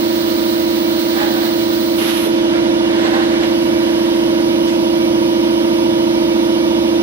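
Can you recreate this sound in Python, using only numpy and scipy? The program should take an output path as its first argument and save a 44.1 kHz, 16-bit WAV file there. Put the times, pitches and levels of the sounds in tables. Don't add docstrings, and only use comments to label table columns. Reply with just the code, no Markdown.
import sys
import numpy as np
from scipy import signal
from scipy.fft import rfft, irfft, next_fast_len
from scipy.io import wavfile

SR = 44100
rng = np.random.default_rng(int(sys.argv[2]) if len(sys.argv) > 2 else 0)


def persist_wave(psi):
    counts = np.round(np.clip(psi, -1, 1) * 32767).astype(np.int16)
    wavfile.write(sys.argv[1], SR, np.atleast_2d(counts).T)


N = 309582
TIME = np.arange(N) / SR

# lift, swing to the stack, lower, rise clear, swing back, fold in, brake, sink.
# top speed at t/s, run-up/s, run-down/s, relative top speed, gear note f/Hz, relative level/dB,
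# upper note against it/dB
ARM_MOVES = [(0.551, 0.48, 0.73, 0.22, 328, -50, -1), (1.225, 0.12, 0.12, 0.9, 614, -32, 3),
             (1.37, 0.13, 0.18, 0.55, 562, -35, 1), (2.62, 0.26, 0.22, 0.36, 708, -32, -18),
             (3.06, 0.18, 0.13, 0.79, 770, -36, -1), (3.17, 0.12, 0.15, 0.85, 797, -33, 0),
             (3.389, 0.15, 0.21, 0.55, 408, -33, -3), (4.0, 0.98, 0.52, 0.31, 297, -56, -1)]
MESH_HARMONICS = [0, -7, -13]


def gear_notes(sag=0.3, swell=2.3, upper_ratio=1.36, rough_db=-7, direct_db=2.0, hall_db=-1.5):
    notes = 0
    for peak_s, run_up, run_down, _, top_hz, top_db, upper_db in ARM_MOVES:
        share = stroke(peak_s, run_up, run_down)
        turns = np.cumsum(top_hz * (1 - sag * (1 - share))) / SR + rng.random()
        pair = sum(from_db(joint_db + mesh_db) * tone(k * ratio * turns)
                   for ratio, joint_db in ((1, 0), (upper_ratio, upper_db))
                   for k, mesh_db in enumerate(MESH_HARMONICS, 1))
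        roughness = 1 + from_db(rough_db) * drift(24)
        notes += from_db(top_db) * share ** swell * pair * roughness
    return from_db(direct_db) * notes + from_db(hall_db) * reverberate(notes)


# f/Hz, relative level/dB
GEAR_SPECTRUM = [(300, -54), (420, -50.5), (700, -52), (1050, -53.5), (1200, -59), (1370, -57),
                 (1520, -52.5), (1720, -52), (1950, -54.5), (2200, -58), (2400, -63.5), (2700, -59),
                 (3300, -59), (4200, -60), (5500, -72), (8000, -75)]


def gear_whirr(speed, gain_db=1.0, grind_db=1.5):
    return speed * from_db(gain_db + grind_db * drift(30)) * hall_noise(GEAR_SPECTRUM, direct=0.76)


SERVO_HARMONICS = [-42, -50, -45.5]


def servos(speed, switching_hz=3880, sideband_hz=300, blur_hz=55, strain_hz=3760, strain_db=-27.5):
    whine = sum(from_db(db) * narrow_noise(k * switching_hz + side * sideband_hz * speed, k * blur_hz)
                for k, db in enumerate(SERVO_HARMONICS, 1) for side in (-1, 1))
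    slowing = stroke(peak_s=1.32, run_up=0.085, run_down=0.085)
    strain = from_db(strain_db) * slowing * narrow_noise(strain_hz, blur_hz)
    return speed * whine + reverberate(strain)


RELEASE_S, AIR_FLUTTER_DB = 1.955, 1.06
# f/Hz, relative level/dB
SUCTION_SPECTRUM = [(1200, -63), (2000, -62.5), (2600, -68.5), (3500, -61), (4200, -55.5), (4800, -61.5),
                    (6000, -68), (7200, -75), (9300, -69), (11000, -75.5), (12800, -71.5), (14200, -64.5),
                    (15400, -55.5), (15900, -62)]


def suction(gain_db=-0.56):
    flow = valve(-1, RELEASE_S) * from_db(gain_db + AIR_FLUTTER_DB * drift(26))
    return flow * hall_noise(SUCTION_SPECTRUM, direct=0.39)


# f/Hz, relative level/dB
ROAR_SPECTRUM = [(700, -61), (1300, -59), (2300, -60), (2900, -56.5), (4100, -59), (4700, -64.5),
                 (5800, -65.5), (7000, -74.5), (8800, -84)]
SIZZLE_SPECTRUM = [(8800, -69.5), (9800, -62), (10600, -63), (11300, -61.5), (12600, -62.5), (13900, -72.5),
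                   (15500, -75)]


def blow_off(length_s=0.305, peak_s=2.09, roar_lag_s=0.02, roar_db=5.5, sizzle_db=2.0,
             lip_hz=2850, lip_rise_hz_per_s=2100, lip_db=-27):
    roar_s, shuts_s = RELEASE_S + roar_lag_s, RELEASE_S + length_s
    blown_s = np.clip(TIME, RELEASE_S, shuts_s)
    off_peak_s = np.abs(blown_s - peak_s)
    lip_tone = narrow_noise(lip_hz + lip_rise_hz_per_s * (blown_s - roar_s), width_hz=170)
    lips = from_db(lip_db) * reverberate(lip_tone)
    roar_flow = valve(roar_s, shuts_s, opening_s=0.014, tail_s=0.3) * from_db(-34 * off_peak_s)
    sizzle_flow = valve(RELEASE_S, shuts_s) * from_db(sizzle_db - 10 * off_peak_s)
    roar = roar_flow * (from_db(roar_db) * hall_noise(ROAR_SPECTRUM, direct=0.41) + lips)
    sizzle = sizzle_flow * hall_noise(SIZZLE_SPECTRUM, direct=0.41)
    return from_db(AIR_FLUTTER_DB * drift(40)) * (roar + sizzle)


# t/s, level/dB per Hz, f/Hz
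DULL_KNOCKS = [(2.0, -54, 95), (2.02, -37.5, 380), (2.265, -39, 390), (3.43, -43, 600)]
# t/s, level/dB per Hz, f/Hz
HARD_CLACKS = [(2.018, -52.5, 1900), (3.435, -52.5, 2300)]


def impacts():
    knocks = bursts(DULL_KNOCKS, octaves=0.35, decay_s=0.036)
    clacks = bursts(HARD_CLACKS, octaves=0.7, decay_s=0.026, rise_s=0.0072)
    return knocks + clacks


# t/s, level/dB per Hz, f/Hz
BROAD_BURSTS = [(2.015, -62, 1890), (4.68, -60, 2830)]


def broad_bursts():
    return bursts(BROAD_BURSTS, octaves=0.83, decay_s=0.05)


# f/Hz, relative level/dB
SEEP_SPECTRUM = [(3000, -80), (5300, -70), (7300, -91), (8600, -71), (9500, -82), (11200, -78),
                 (12400, -75), (13500, -83), (15500, -84)]


def seep(start_s=3.42, gain_db=2.0, sag_db_per_s=1):
    sag_db = sag_db_per_s * np.maximum(TIME - start_s, 0)
    flow = valve(start_s, np.inf) * from_db(gain_db - sag_db + AIR_FLUTTER_DB * drift(14))
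    return flow * hall_noise(SEEP_SPECTRUM, direct=2.8)


SHAFT_HZ = 28.15
# multiple of SHAFT_HZ, relative level/dB
DRONE_ORDERS = [(2.0, -52.8), (3.0, -50), (5.0, -43), (6.0, -43), (6.5, -45), (7.0, -36.4), (7.5, -34.1),
                (8.0, -26.8), (8.5, -37.7), (9.0, -33), (9.5, -39.5), (10.0, -29.6), (10.5, -40.4),
                (11.0, -21.9), (12.0, -13.6), (12.5, -38.4), (13.0, -37.6), (14.0, -38.8), (14.5, -42.5),
                (16.0, -44), (17.0, -36.5), (18.0, -43.2), (19.0, -27.8), (19.5, -41.5), (20.0, -37),
                (21.0, -40.4), (22.0, -28.5), (23.0, -33.6), (23.5, -43), (24.5, -43), (25.0, -46.5),
                (28.0, -46), (28.5, -46), (31.5, -46), (32.0, -39.3), (32.5, -45), (33.0, -38),
                (34.0, -30.6), (34.5, -45)]


def pump(level_db=-13.5, waver_db=0.23, slip=0.00029, growth_db_per_s=0.9):
    turns = np.cumsum(SHAFT_HZ * (1 + slip * drift(3.1))) / SR + rng.random()
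    strongest_db = max(db for _, db in DRONE_ORDERS)
    drone = 0
    for order, db in DRONE_ORDERS:
        lag_turns = 0.24 * max(32 - order, 0) ** 2 / 2 + 0.06 * max(10 - order, 0) ** 3 / 6
        waver = waver_db * min((strongest_db - db) / 20, 1) * drift(3.6)
        growth = growth_db_per_s * (TIME - TIME.mean()) if 31.5 <= order <= 33 else 0
        drone += from_db(db - strongest_db + waver + growth) * tone(order * turns + lag_turns)
    return from_db(level_db) * (drone + casing_buzz())


# f/Hz, level/dB per Hz against the strongest order
CASING_SPECTRUM = [(450, -51.5), (620, -52.5), (940, -49), (1080, -48), (1800, -62), (3500, -66.5),
                   (5600, -56.5)]


def casing_buzz(uneven_db=5.0):
    period = round(2 * SR / SHAFT_HZ)
    hz = np.maximum(np.arange(period // 2 + 1) * SHAFT_HZ / 2, 1)
    scatter_db = uneven_db * np.clip(rng.standard_normal(len(hz)), -2, 1)
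    strength = colour(CASING_SPECTRUM, hz) * from_db(scatter_db)
    phases = np.exp(2j * np.pi * rng.random(len(hz)))
    cycle = irfft(strength * phases, period) * np.sqrt(period * SR / 2)
    return np.resize(cycle, N)


# f/Hz, relative level/dB
MOTOR_HUMS = [(73.3, -46), (119.9, -41.5), (154.8, -48), (258.4, -42.5), (416, -54), (516.8, -40.5),
              (523.5, -42)]
# f/Hz, width/Hz, relative level/dB
MACHINE_WHINES = [(1195, 12, -44.5), (1470, 16, -44.4), (1660, 20, -47), (2085, 30, -46), (2300, 16, -40.5),
                  (2470, 16, -46.5), (2560, 25, -48), (2650, 16, -46), (2865, 55, -38.5), (3025, 14, -41.0),
                  (3160, 25, -45), (3225, 25, -45.5), (3370, 30, -42.5), (3500, 30, -43.8),
                  (3650, 30, -42.8), (3895, 25, -43.5), (4070, 16, -45.5), (4590, 16, -47.3),
                  (4830, 25, -47.5)]


def motors(hum_db=-1.5, whine_db=2.6, waver_db=2.0):
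    hums = sum(from_db(db + waver_db * drift(8.2)) * tone(hz * TIME + rng.random())
               for hz, db in MOTOR_HUMS)
    whines = sum(from_db(db) * narrow_noise(hz, width / 2) for hz, width, db in MACHINE_WHINES)
    return from_db(hum_db) * hums + from_db(whine_db) * whines


# f/Hz, relative level/dB
RUMBLE_SPECTRUM = [(25, -71), (60, -74), (105, -67), (170, -58.5), (215, -53.5), (260, -50), (340, -53.5),
                   (420, -60.5), (510, -55), (600, -54), (680, -56.5), (780, -61.5), (930, -60),
                   (1150, -68)]
HISS_SPECTRUM = [(1100, -63.5), (1500, -62.5), (1850, -63), (2250, -61), (2550, -65.5), (2900, -61),
                 (3600, -62), (4500, -64), (5550, -65), (5900, -69.5), (6400, -70.5), (7300, -93.5),
                 (9400, -69.5), (12000, -82), (15500, -79)]


def room_tone(rumble_db=0.8, hiss_db=-2.5):
    rumble = from_db(rumble_db) * hall_noise(RUMBLE_SPECTRUM)
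    return rumble + from_db(hiss_db) * hall_noise(HISS_SPECTRUM, direct=0.62)


# f/Hz, left-right likeness 0-1
STEREO_LIKENESS = [(60, 0.45), (300, 0.84), (600, 0.83), (1200, 0.48), (3000, 0.56), (8000, 0.62),
                   (15000, 0.51)]


def hall_noise(spectrum, direct=1.0):
    size = next_fast_len(N, real=True)
    hz = np.maximum(np.arange(size // 2 + 1) * SR / size, 1)
    right, other = rfft(rng.standard_normal((2, size)))
    alike = np.clip(direct * at_hz(STEREO_LIKENESS, hz), 0, 1)
    left = alike * right + np.sqrt(1 - alike ** 2) * other
    return irfft(np.array([left, right]) * colour(spectrum, hz) * np.sqrt(SR / 2), size)[:, :N]


def reverberate(x, t60_s=0.47, direct=0.73):
    t = TIME[:SR // 2]
    echoes = hall_noise([(100, 0.019), (6000, 0)], direct)[:, :len(t)] * from_db(-60 * t / t60_s)
    gain = np.sqrt(np.mean(np.abs(rfft(echoes, SR)[:, 200:5000]) ** 2))
    return signal.fftconvolve(x[None], echoes / gain, axes=1)[:, :N]


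def bursts(rows, octaves, decay_s, rise_s=0.0092):
    out = 0
    for peak_s, db, hz in rows:
        hump = [(hz * 2 ** (k * octaves), db - 4 * k * k) for k in range(-2, 3)]
        rise = np.clip((TIME - peak_s) / rise_s + 1, 0, 1)
        decay = np.exp(-np.maximum(TIME - peak_s, 0) / decay_s)
        out += rise * decay * hall_noise(hump, direct=0.18)
    return out


def valve(opens_s, closes_s, opening_s=0.034, decay_s=0.047, tail_s=0.092, tail_db=-6):
    shut_s = np.maximum(TIME - closes_s, 0)
    fall = np.maximum(np.exp(-shut_s / decay_s), from_db(tail_db) * np.exp(-shut_s / tail_s))
    return np.clip((TIME - opens_s) / opening_s, 0, 1) * fall


def stroke(peak_s, run_up, run_down, rounding=1.6):
    ramp_s = np.where(TIME < peak_s, run_up, run_down)
    return np.exp(-np.minimum(np.abs((TIME - peak_s) / ramp_s) ** rounding, 20))


def narrow_noise(hz, width_hz):
    turns = np.cumsum(hz * np.ones(N)) / SR
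    angle = 2 * np.pi * (turns % 1)
    return drift(2 * width_hz) * np.cos(angle) + drift(2 * width_hz) * np.sin(angle)


def tone(turns):
    return np.sqrt(2) * np.cos(2 * np.pi * (turns % 1).astype(np.float32))


def drift(rate):
    hz = np.arange(2049) * SR / N
    coarse = irfft(rfft(rng.standard_normal(4096)) / (1 + (2 * hz / rate) ** 6))
    return np.interp(TIME, np.linspace(0, TIME[-1], len(coarse)), coarse / coarse.std())


def colour(spectrum, hz, skirt_db=30):
    octaves_outside = np.abs(np.log2(hz / np.clip(hz, spectrum[0][0], spectrum[-1][0])))
    return from_db(at_hz(spectrum, hz) - skirt_db * octaves_outside)


def at_hz(points, hz):
    knots, values = np.transpose(points)
    return np.interp(np.log(hz), np.log(knots), values)


def from_db(db):
    return 10 ** (np.asarray(db) / 20)


def scene():
    speed = np.sqrt(sum((top * stroke(peak_s, up, down)) ** 2 for peak_s, up, down, top, *_ in ARM_MOVES))
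    arm = gear_notes() + gear_whirr(speed) + servos(speed)
    gripper = suction() + blow_off()
    return arm + gripper + impacts() + broad_bursts() + seep() + pump() + motors() + room_tone()


def gain_control(x, treble_hz=3410, threshold_db=-29, share=0.31, response_s=0.023):
    treble = signal.sosfilt(signal.butter(2, treble_hz, "high", fs=SR, output="sos"), x)
    power = np.mean(treble ** 2, axis=0)
    keep = np.exp(-1 / (response_s * SR))
    smoothed, _ = signal.lfilter([1 - keep], [1, -keep], power, zi=[power[:SR // 10].mean()])
    excess_db = np.maximum(10 * np.log10(smoothed) - threshold_db, 0)
    return x * from_db(-share * excess_db)


# f/Hz, level/dB
LEFT_TONE = [(80, 3), (200, -2.5), (350, -3.5), (650, -5.5), (1200, -3), (2400, -4.5), (4400, -7.5),
             (5600, -7.5), (7500, -1.5), (8900, -3), (9600, -22), (12000, -19), (15500, -25)]


def record(dry, phase_turn_hz=536, cutoff_hz=15800):
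    size = next_fast_len(N + SR // 10, real=True)
    hz = np.maximum(np.arange(size // 2 + 1) * SR / size, 1)
    left, right = rfft(gain_control(dry), size)
    all_pass = (phase_turn_hz - 1j * hz) / (phase_turn_hz + 1j * hz)
    left = left * from_db(at_hz(LEFT_TONE, hz)) * all_pass
    low_pass = np.clip((cutoff_hz - hz) / 200 + .5, 0, 1)
    return irfft(np.array([left, right]) * low_pass, size)[:, :N]


dry = scene()
out = record(dry)
persist_wave(out)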